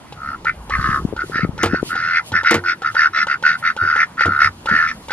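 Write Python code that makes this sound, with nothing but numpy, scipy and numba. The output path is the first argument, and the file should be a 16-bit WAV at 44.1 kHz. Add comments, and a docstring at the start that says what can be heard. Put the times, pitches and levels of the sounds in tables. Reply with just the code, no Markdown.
"""Ducks quack inside a small wooden coop: bill smacks, and 65 to 84 syrinx pulses a second that ring
windpipe and bill, coloured by the modes and short tail of the box. A gloved hand knocks door and latch, and
the wall thuds when leaned on. Close to the microphones the camera body is bumped and a sleeve rustles.
Breeze rumble, outdoor air and faint hiss run throughout on a pair of ports widened by a slope difference."""
import sys
import numpy as np
from scipy import signal
from scipy.io import wavfile
from scipy.ndimage import uniform_filter1d
from numba import njit

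SR = 44100
rng = np.random.default_rng(int(sys.argv[2]) if len(sys.argv) > 2 else 0)


def wav_out(sig):
    """Save sig, one row per channel (or a flat mono array), as 16-bit PCM at SR to the path in sys.argv[1]."""
    wavfile.write(sys.argv[1], SR, np.round(np.clip(np.atleast_2d(sig).T, -1, 1) * 32767).astype(np.int16))


N = 226089

# All levels are set ahead of the camera's gain and rounding.
# Breeze on the ports: time_s, breeze_db, rumble_over_breeze_db (both flicker around these)
BREEZE = [(0, -51, 1.5), (.6, -43, 2), (.85, -32, 1.5), (1.25, -41.5, -3), (1.65, -37, -5.5),
          (2.05, -45, -18), (3.0, -48.5, -50.5), (4.3, -44.5, -8.5), (5.13, -46, -3)]
# Breeze spectrum: frequency_hz, level_db
BREEZE_COLOUR = [(70, -7), (100, -3), (170, -1), (450, -17)]
# Spectrum of the deepest rumble: frequency_hz, level_db
RUMBLE_COLOUR = [(22, -7), (40, -9.5), (60, 2)]
# Outdoor air spectrum: frequency_hz, relative_level_db
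AIR_COLOUR = [(300, -1.5), (600, 8), (800, 25), (1050, 7), (1500, 7.5), (3000, -5), (9000, -22)]
AIR_DB = -48
# Sleeve swishes near the ports: centre_s, half_length_s, level_db
RUSTLES = [(0.887, 0.14, -53.5), (1.288, 0.057, -54.5), (1.882, 0.037, -42.5), (2.28, 0.028, -47),
           (2.928, 0.02, -53.5), (3.596, 0.015, -53.5), (4.44, 0.028, -54), (4.945, 0.49, -63.5)]
# Cloth and hiss spectrum: frequency_hz, level_db
RUSTLE_COLOUR = [(3000, 0), (8000, -8.5), (11000, -1.5), (15000, -21)]
HISS_DB = -62

# Bill smacks: start_s, level_db
SMACKS = [(0.124, -29.5), (0.447, -26.5), (0.697, -25), (1.164, -29), (1.579, -28.5), (1.955, -26.5),
          (2.319, -24), (2.433, -25.5), (2.82, -26.5), (2.948, -25), (3.269, -23.5), (3.426, -25.5),
          (3.765, -24.5), (3.96, -24), (4.209, -22), (4.658, -22), (4.69, -23), (5.084, -27),
          (5.107, -23.5)]
SMACK_HZ = 852.5  # middle of a random spread
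# Quacks, which may overlap: start_s, rise_s, hold_s, windpipe_db, drift_over_hold_db,
# windpipe_hz, bill_hz, open_bill_over_windpipe_db, rasp_over_windpipe_db
QUACKS = [ (0.165, 0.14, 0.045, -33.5, -0.5, 1360, 1880, -11.5, -19),
          (.45, 0.023, 0.023, -25, 2.5, 1410, 2020, 2, -18.5),
          (0.698, 0.25, 0.042, -25.5, -7.5, 1249, 1610, -0.5, -14),
          (.705, 0.021, 0.029, -30, 1.5, 1214, 2010, 5.5, -12.5),
          (1.164, 0.059, .006, -25.5, -5, 1430, 1920, -12.5, -19),
          (1.317, 0.039, 0.067, -29, -6, 1395, 1805, 3.5, -8.5),
          (1.397, 0.026, .021, -32, 0.5, 1334, 2165, -0.5, -16),
          (1.582, .035, 0.032, -29, -2, 1415, 1850, 0, -13.5),
          (1.655, 0.12, .025, -30, -7.5, 1430, 1680, -3.5, -15.5),
          (1.892, 0.022, 0.28, -28, 4, 1394, 1910, -4.5, -12.5),
          (2.115, 0.048, 0.023, -31.5, 5.5, 1490, 2150, 9.5, -8),
          (2.326, .035, 0.054, -19.5, -9, 1424, 1810, -1.5, -15.5),
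          (2.44, 0.032, 0.12, -18.5, -18, 1454, 2055, 1, -8),
          (2.639, 0.05, 0.042, -22.5, -3, 1442, 2020, -4, -9),
          (2.816, 0.054, 0.04, -24, -10.5, 1388, 1800, -6, -18),
          (2.944, 0.043, 0.082, -22.5, -0.5, 1427, 1835, 2, -10.5),
          (3.13, 0.038, .065, -24, 1, 1384, 1950, 2, -5.5),
          (3.272, 0.038, 0.037, -21.5, -3, 1433, 1990, -4, -14.5),
          (3.432, .03, 0.092, -17, -9.5, 1467, 1964, -4.5, -13.5),
          (3.624, 0.039, 0.048, -24, -2.5, 1410, 1967, 1, -10),
          (3.772, .07, 0.19, -22, -1, 1420, 1830, -10.5, -18.5),
          (3.946, 0.055, 0.039, -29, 0.5, 1398, 1980, 8, -6),
          (4.172, 0.038, 0.043, -20, -4.5, 1410, 1920, 0, -12),
          (4.21, 0.051, 0.19, -25, 2.5, 1380, 1855, -14, -22.5),
          (4.39, 0.025, 0.059, -20, -1, 1385, 1980, 0, -9.5),
          (4.664, 0.052, 0.15, -22, -0.5, 1412, 1850, -0.5, -14),
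          (4.848, .035, 0.031, -34.5, -0.5, 1323, 2044, 8, -4),
          (5.096, 0.039, 0.025, -22.5, 5, 1496, 1980, 1.5, -9), ]
# Syrinx pulse rate before jitter: time_s, pulse_rate_hz
SYRINX_RATE = [(.2, 69), (.5, 75.3), (.75, 65), (1.4, 81), (2.7, 84.3), (2.87, 74.6), (3.1, 76.7),
               (3.32, 70), (3.6, 83), (4.3, 70.5), (5.1, 84.3)]
# High cavities of the bill: mean_hz, width_of_each_filter_pass_hz, mean_relative_level_db
RASP_CAVITIES = [(2730, 460, 3), (3470, 246, 0), (3874, 200, 1.5), (4477, 130, 5.5), (5040, 736, -1),
                 (5600, 440, -6)]
ONSET_DB, RELEASE_DB_PER_S = -14, 1000  # level at the start of a quack, speed of its dying
PIPE_HZ_PER_DB, MAX_SAG_DB = 9.5, 2  # windpipe pitch follows the level, at most this far down
OPENING_DB = 6.5  # bill and rasp are this much weaker at both ends of a call
CLOSING_S, SHUT_HZ = 0.019, 152  # bill shuts this long after the hold, its resonance this much lower
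# Modes of the wooden box: mean_hz, width_hz, mean_level_over_direct_db
COOP_MODES = [(1057, 180, 12.5), (1247, 53, 0), (1517, 105, 4.5), (1735, 56, 4), (2043, 42, 1.5),
              (2386, 27, 1)]
COOP_GAIN_DB = 3  # boxed calls over bare calls
COOP_T60_S, COOP_WET_DB, COOP_SIDE_DB = 0.06, -8, -11.5

# Soft bumps on the camera body, before port gains and low cut: start_s, peak_db, centre_hz, cycles
BUMPS = [(0.787, -17.5, 139, 0.93), (.889, -13, 146, 0.48), (1.05, -7, 198, 0.66), (1.088, -22, 241, 0.31),
         (1.126, -16.5, 415, 0.9), (1.135, -15.5, 330, 0.58), (1.238, -25, 364, 1.8),
         (1.297, -21.5, 386, 0.81), (1.357, -19, 257, 0.52), (1.393, -21, 426, 0.79),
         (1.432, -11.5, 170, 1.33), (1.449, -7, 236, 0.33), (1.491, -12, 154.7, 0.39),
         (1.733, -7.5, 251, 0.85), (1.744, -8, 407, 0.43), (1.829, -7.5, 343, 0.59), (4.712, -21, 205, 1.2)]
# Door and latch knocks: start_s, plank_db, crack_over_plank_db
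KNOCKS = [(1.632, -8, -8.5), (1.642, -25, 4), (1.658, -15, -22), (2.51, -9.5, -2), (2.517, -15.5, -31),
          (2.542, -8, -12), (2.554, -32, 6), (4.256, -18.5, -32)]
# Ringing of the door planks: pitch_hz, level_db, t60_s
DOOR_MODES = [(221.7, -14, 0.16), (332, -2.5, 0.072), (352.2, -21, 0.51), (469, -8, 0.14), (684, -3, 0.028),
              (870, -11.5, 0.061)]
# Thuds of the coop wall, before its low cut: start_s, peak_db, plank_grind_over_thud_db
THUDS = [(1.641, -23, -3), (2.315, -29.5, 3.5), (2.55, -28, 4), (3.079, -43.5, -2.5), (3.815, -31, 1),
         (4.255, -23, 3.5), (4.45, -31, -5.5), (4.711, -37, 12.5)]
WALL_HZ, WALL_WIDTH_HZ, WALL_RING_DB, GRIND_S = 93.3, 5.2, 1, 0.032
TOP_HZ = 15400


def undb(db):
    """Decibels to gain."""
    return 10 ** (np.asarray(db) / 20)


def unit(x):
    """Scale to rms 1."""
    return x / np.sqrt(np.mean(x ** 2))


@njit
def svf(x, hz, width):
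    """State-variable band-pass whose centre may move, gain 1 at the centre."""
    y, b, l = np.empty(len(x)), 0., 0.
    for i in range(len(x)):
        g, k = np.tan(np.pi * hz[i] / SR), width / hz[i]
        v = (b + g * (x[i] - l)) / (1 + g * (g + k))
        b, l, y[i] = 2 * v - b, l + 2 * g * v, k * v
    return y


def band(x, hz, width):
    """The band-pass twice, for steep skirts."""
    hz = hz * np.ones(len(x))
    return svf(svf(x, hz, 1. * width), hz, 1. * width)


def low_cut(x, hz):
    """Second-order high-pass."""
    return signal.lfilter(*signal.butter(2, hz, "highpass", fs=SR), x)


def walk(rate):
    """Random levels held 1 / rate s and slewed; spread near 1."""
    k = int(SR / rate)
    steps = np.repeat(rng.standard_normal(N // k + 1), k)
    return 1.2 * uniform_filter1d(steps, k)[:N]


def noise(colour, flicker_db, rate):
    """Coloured noise at rms 1, in half-octave bands that each flicker alone."""
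    hz, db = np.transpose(colour)
    centres = np.geomspace(hz[0], hz[-1], int(2 * np.log2(hz[-1] / hz[0])) + 1)
    out = np.zeros(N)
    for f in centres:
        level_db = np.interp(np.log(f), np.log(hz), db) + flicker_db * walk(rate)
        out += undb(level_db) * band(rng.standard_normal(N), f, f / 2)
    return unit(out)


def add(track, s, sound):
    """Mix a short sound in at time s."""
    i = int(s * SR)
    track[..., i:i + sound.shape[-1]] += sound[..., :N - i]


def curve(rows):
    """Columns of a table as straight lines in time."""
    s, *columns = np.transpose(rows)
    return [np.interp(np.arange(N) / SR, s, c) for c in columns]


def slope(x, top_hz=12000):
    """Rate of change, giving a tone a gain equal to its frequency in Hz, softened towards top_hz."""
    return np.gradient(signal.filtfilt(*signal.butter(1, top_hz, fs=SR), x)) * SR / (2 * np.pi)


def ports(mid, side, lead_hz):
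    """Sound leads at the left port; its slope is the difference, as strong as the sum at lead_hz."""
    side = side + slope(mid) / lead_hz
    return np.array([mid + side, mid - side])


def pushes(rows):
    """Soft swings that swell and fade, peaking after half the given cycles."""
    out, t = np.zeros(N), np.arange(8000) / SR
    for s, db, hz, cycles in rows:
        age = 2 * hz * t / cycles
        add(out, s, -undb(db) * np.sin(2 * np.pi * hz * t) * age * np.exp(1 - age))
    return out


def breeze():
    """Breeze at the ports: low noise and deep rumble, plus a weak flickering part opposed left and right."""
    breeze_db, rumble_db = curve(BREEZE)
    rumble = undb(rumble_db) * noise(RUMBLE_COLOUR, 2.4, 6)
    opposed = np.array([[.15], [-.15]]) * noise(BREEZE_COLOUR, 9.0, 12)
    return undb(breeze_db) * (noise(BREEZE_COLOUR, 4, 8.5) + rumble + opposed)


def outdoor_air():
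    """Steady outdoor air: flickering noise bands, with a separate noise for the width."""
    return undb(AIR_DB) * ports(noise(AIR_COLOUR, 3.55, 30), .5 * noise(AIR_COLOUR, 2.0, 30), lead_hz=5000)


def sleeve():
    """Short swishes of cloth over a faint steady hiss, wide across the ports."""
    t = np.arange(N) / SR
    swishes = sum(undb(db) * np.exp(-((t - s) / half) ** 2) for s, half, db in RUSTLES)
    cloth = ports(noise(RUSTLE_COLOUR, 2.35, 40), 1.8 * noise(RUSTLE_COLOUR, 1.2, 40), lead_hz=8000)
    return (undb(HISS_DB) + swishes) * cloth


def bill_smacks():
    """Each smack rings two fast-dying tones under a short burst of air."""
    out, t = np.zeros(N), np.arange(2000) / SR
    for s, db in SMACKS:
        air = rng.standard_normal(len(t))
        hz = SMACK_HZ * (1 + 0.053 * air[0])  # each smack has its own pitch
        ring = np.sin(2 * np.pi * hz * t) * np.exp(-t / 0.0065)
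        lower = 0.63 * np.sin(2 * np.pi * 0.623 * hz * t) * np.exp(-t / 0.0054)
        burst = band(air * np.exp(-t / 0.011), 2930, 2600)
        add(out, s, undb(db) * (ring + lower + burst))
    return out


def effort():
    """Quacks swell, hold and die; overlapping powers add and the louder call dominates the resonances."""
    pipe, bill, rasp = np.full((3, N), 1e-9)  # powers
    pipe_hz, bill_hz = 1400 * pipe, 1900 * bill  # pitches weighted by power
    for s, rise_s, hold_s, db, drift_db, low_hz, high_hz, bill_db, rasp_db in QUACKS:
        age = np.arange(int((rise_s + hold_s + 80 / RELEASE_DB_PER_S) * SR)) / SR
        onset_db = ONSET_DB * np.clip(1 - age / rise_s, 0, 1) ** 2
        held_db = drift_db * np.clip((age - rise_s) / hold_s, 0, 1)
        release_db = RELEASE_DB_PER_S * np.maximum(age - rise_s - hold_s, 0)
        shape_db = onset_db + held_db - release_db
        # 1 at both ends of the call, 0 with the bill open in the middle
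        shut = np.cos(np.pi * np.minimum(age / (rise_s + hold_s + CLOSING_S), 1)) ** 2
        power = undb(db + shape_db) ** 2
        bill_power = power * undb(bill_db - OPENING_DB * shut) ** 2
        add(pipe, s, power)
        add(bill, s, bill_power)
        add(rasp, s, power * undb(rasp_db - OPENING_DB * shut) ** 2)
        add(pipe_hz, s, power * (low_hz + PIPE_HZ_PER_DB * np.maximum(shape_db, -MAX_SAG_DB)))
        add(bill_hz, s, bill_power * (high_hz - SHUT_HZ * shut))
    return np.sqrt(pipe), pipe_hz / pipe, np.sqrt(bill), bill_hz / bill, np.sqrt(rasp)


def syrinx(jitter, size_db):
    """Pulses at the syrinx rate, uneven in timing (periods) and size (dB)."""
    chance = rng.standard_normal((600, 2))
    cycles = np.cumsum(curve(SYRINX_RATE)[0]) / SR
    at = np.searchsorted(cycles, np.arange(600) + np.cumsum(jitter * chance[:, 0]))
    pulses = np.zeros(N + 1)  # the last slot catches pulses past the end
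    np.add.at(pulses, at, undb(size_db * chance[:, 1]))
    return pulses[:N]


def puffed(pulses, puff_db, puff_s):
    """A decaying puff of noisy air follows each pulse."""
    puff = signal.lfilter([1], [1, -np.exp(-1 / (puff_s * SR))], pulses)
    return pulses + undb(puff_db) * puff * rng.standard_normal(N)


def quacks():
    """Syrinx pulses ring the windpipe, the open bill and the bill's high cavities."""
    pipe_gain, pipe_hz, bill_gain, bill_hz, rasp_gain = effort()
    pulses = syrinx(jitter=.025, size_db=1.5)
    # four band-pass stages give each pulse a slow, rounded swell
    windpipe = band(band(puffed(pulses, -28, .005), pipe_hz, 300), pipe_hz, 300)
    windpipe = unit(signal.sosfilt(signal.butter(6, 1060, "highpass", fs=SR, output="sos"), windpipe))
    buzz = puffed(pulses, -15, .008)
    bill = unit(band(band(buzz, bill_hz, 890), bill_hz, 890))
    airy = puffed(pulses, 0.5, 0.0095)
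    rasp = np.zeros(N)
    # the small cavities come and go as tongue and bill move
    for hz, width, db in RASP_CAVITIES:
        rasp += undb(db + 2 * walk(14)) * band(airy, hz * (1 + .02 * walk(8)), width)
    return pipe_gain * windpipe + bill_gain * bill + rasp_gain * unit(rasp)


def coop(x):
    """The wooden box favours its own modes and adds a dense short tail, partly from the sides."""
    t = np.arange(8000) / SR
    tails = rng.standard_normal((2, len(t))) * np.exp(-np.log(1000) * t / COOP_T60_S)
    tails /= np.sqrt(np.sum(tails ** 2, axis=1, keepdims=True))
    boxed = x.copy()
    # the ducks shuffle about, so each mode is stirred more or less
    for hz, width, db in COOP_MODES:
        boxed += undb(db + 2 * walk(7)) * svf(x, hz * (1 + .012 * walk(9)), 1. * width)
    boxed *= undb(COOP_GAIN_DB) * np.std(x) / np.std(boxed)
    mid, side = (signal.fftconvolve(boxed, tail)[:N] for tail in tails)
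    return boxed + undb(COOP_WET_DB) * mid, undb(COOP_SIDE_DB) * slope(side) / 1500


def camera_bumps():
    """Soft knocks on the body; the hand holds the camera next to the left port, so left is stronger."""
    return np.array([[1.5], [.6]]) * low_cut(pushes(BUMPS), 60)


def door():
    """Each knock rings the planks afresh and cracks; the frame rattles briefly."""
    out, t = np.zeros(N), np.arange(14000) / SR
    for s, db, crack_db in KNOCKS:
        ring = np.zeros(len(t))
        for hz, mode_db, t60 in DOOR_MODES:
            phase = np.pi * rng.random()
            ring += undb(mode_db) * np.sin(2 * np.pi * hz * t + phase) * np.exp(-np.log(1000) * t / t60)
        air = rng.standard_normal(len(t))
        rattle = undb(6) * band(air * np.exp(-t / 0.014), 1040, 1950)
        crack_fade = np.exp(-t / 0.0018) + 0.067 * np.exp(-t / .008)
        crack = undb(crack_db) * band(air * crack_fade, 2670, 11000)
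        add(out, s, undb(db) * (ring * np.minimum(t / 0.0027, 1) + rattle + crack))
    return out


def wall():
    """Leaned on, the wall shudders, grinds its loose planks and booms on at its own pitch."""
    thuds = pushes([(s, db, WALL_HZ, 2.2) for s, db, _ in THUDS])
    boom = undb(WALL_RING_DB) * svf(thuds, WALL_HZ * np.ones(N), 1. * WALL_WIDTH_HZ)
    grind, age = np.zeros(N), np.arange(12000) / SR / GRIND_S
    for s, db, grind_db in THUDS:
        add(grind, s, undb(db + grind_db) * age * np.exp(1 - 2 * age))
    grit = unit(band(rng.standard_normal(N), 190, 310)) * undb(1.86 * walk(90))
    shudder = thuds * (1 + 0.37 * walk(250))
    return low_cut(shudder + boom + grind * grit, 55)


def scene():
    """Ducks in the box, door and wall, with handling, breeze and outdoor air at the ports."""
    mid, side = coop(quacks())
    front = ports(mid + bill_smacks() + door() + wall(), side, lead_hz=3520)
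    return front + camera_bumps() + breeze() + sleeve() + outdoor_air()


def record(dry):
    """The camera lifts the level, rounds the loudest peaks and cuts the top."""
    top_cut = signal.ellip(8, .2, 70, TOP_HZ, fs=SR, output="sos")
    return signal.sosfilt(top_cut, np.tanh(0.98 * dry) / 0.72)


dry = scene()
out = record(dry)
wav_out(out)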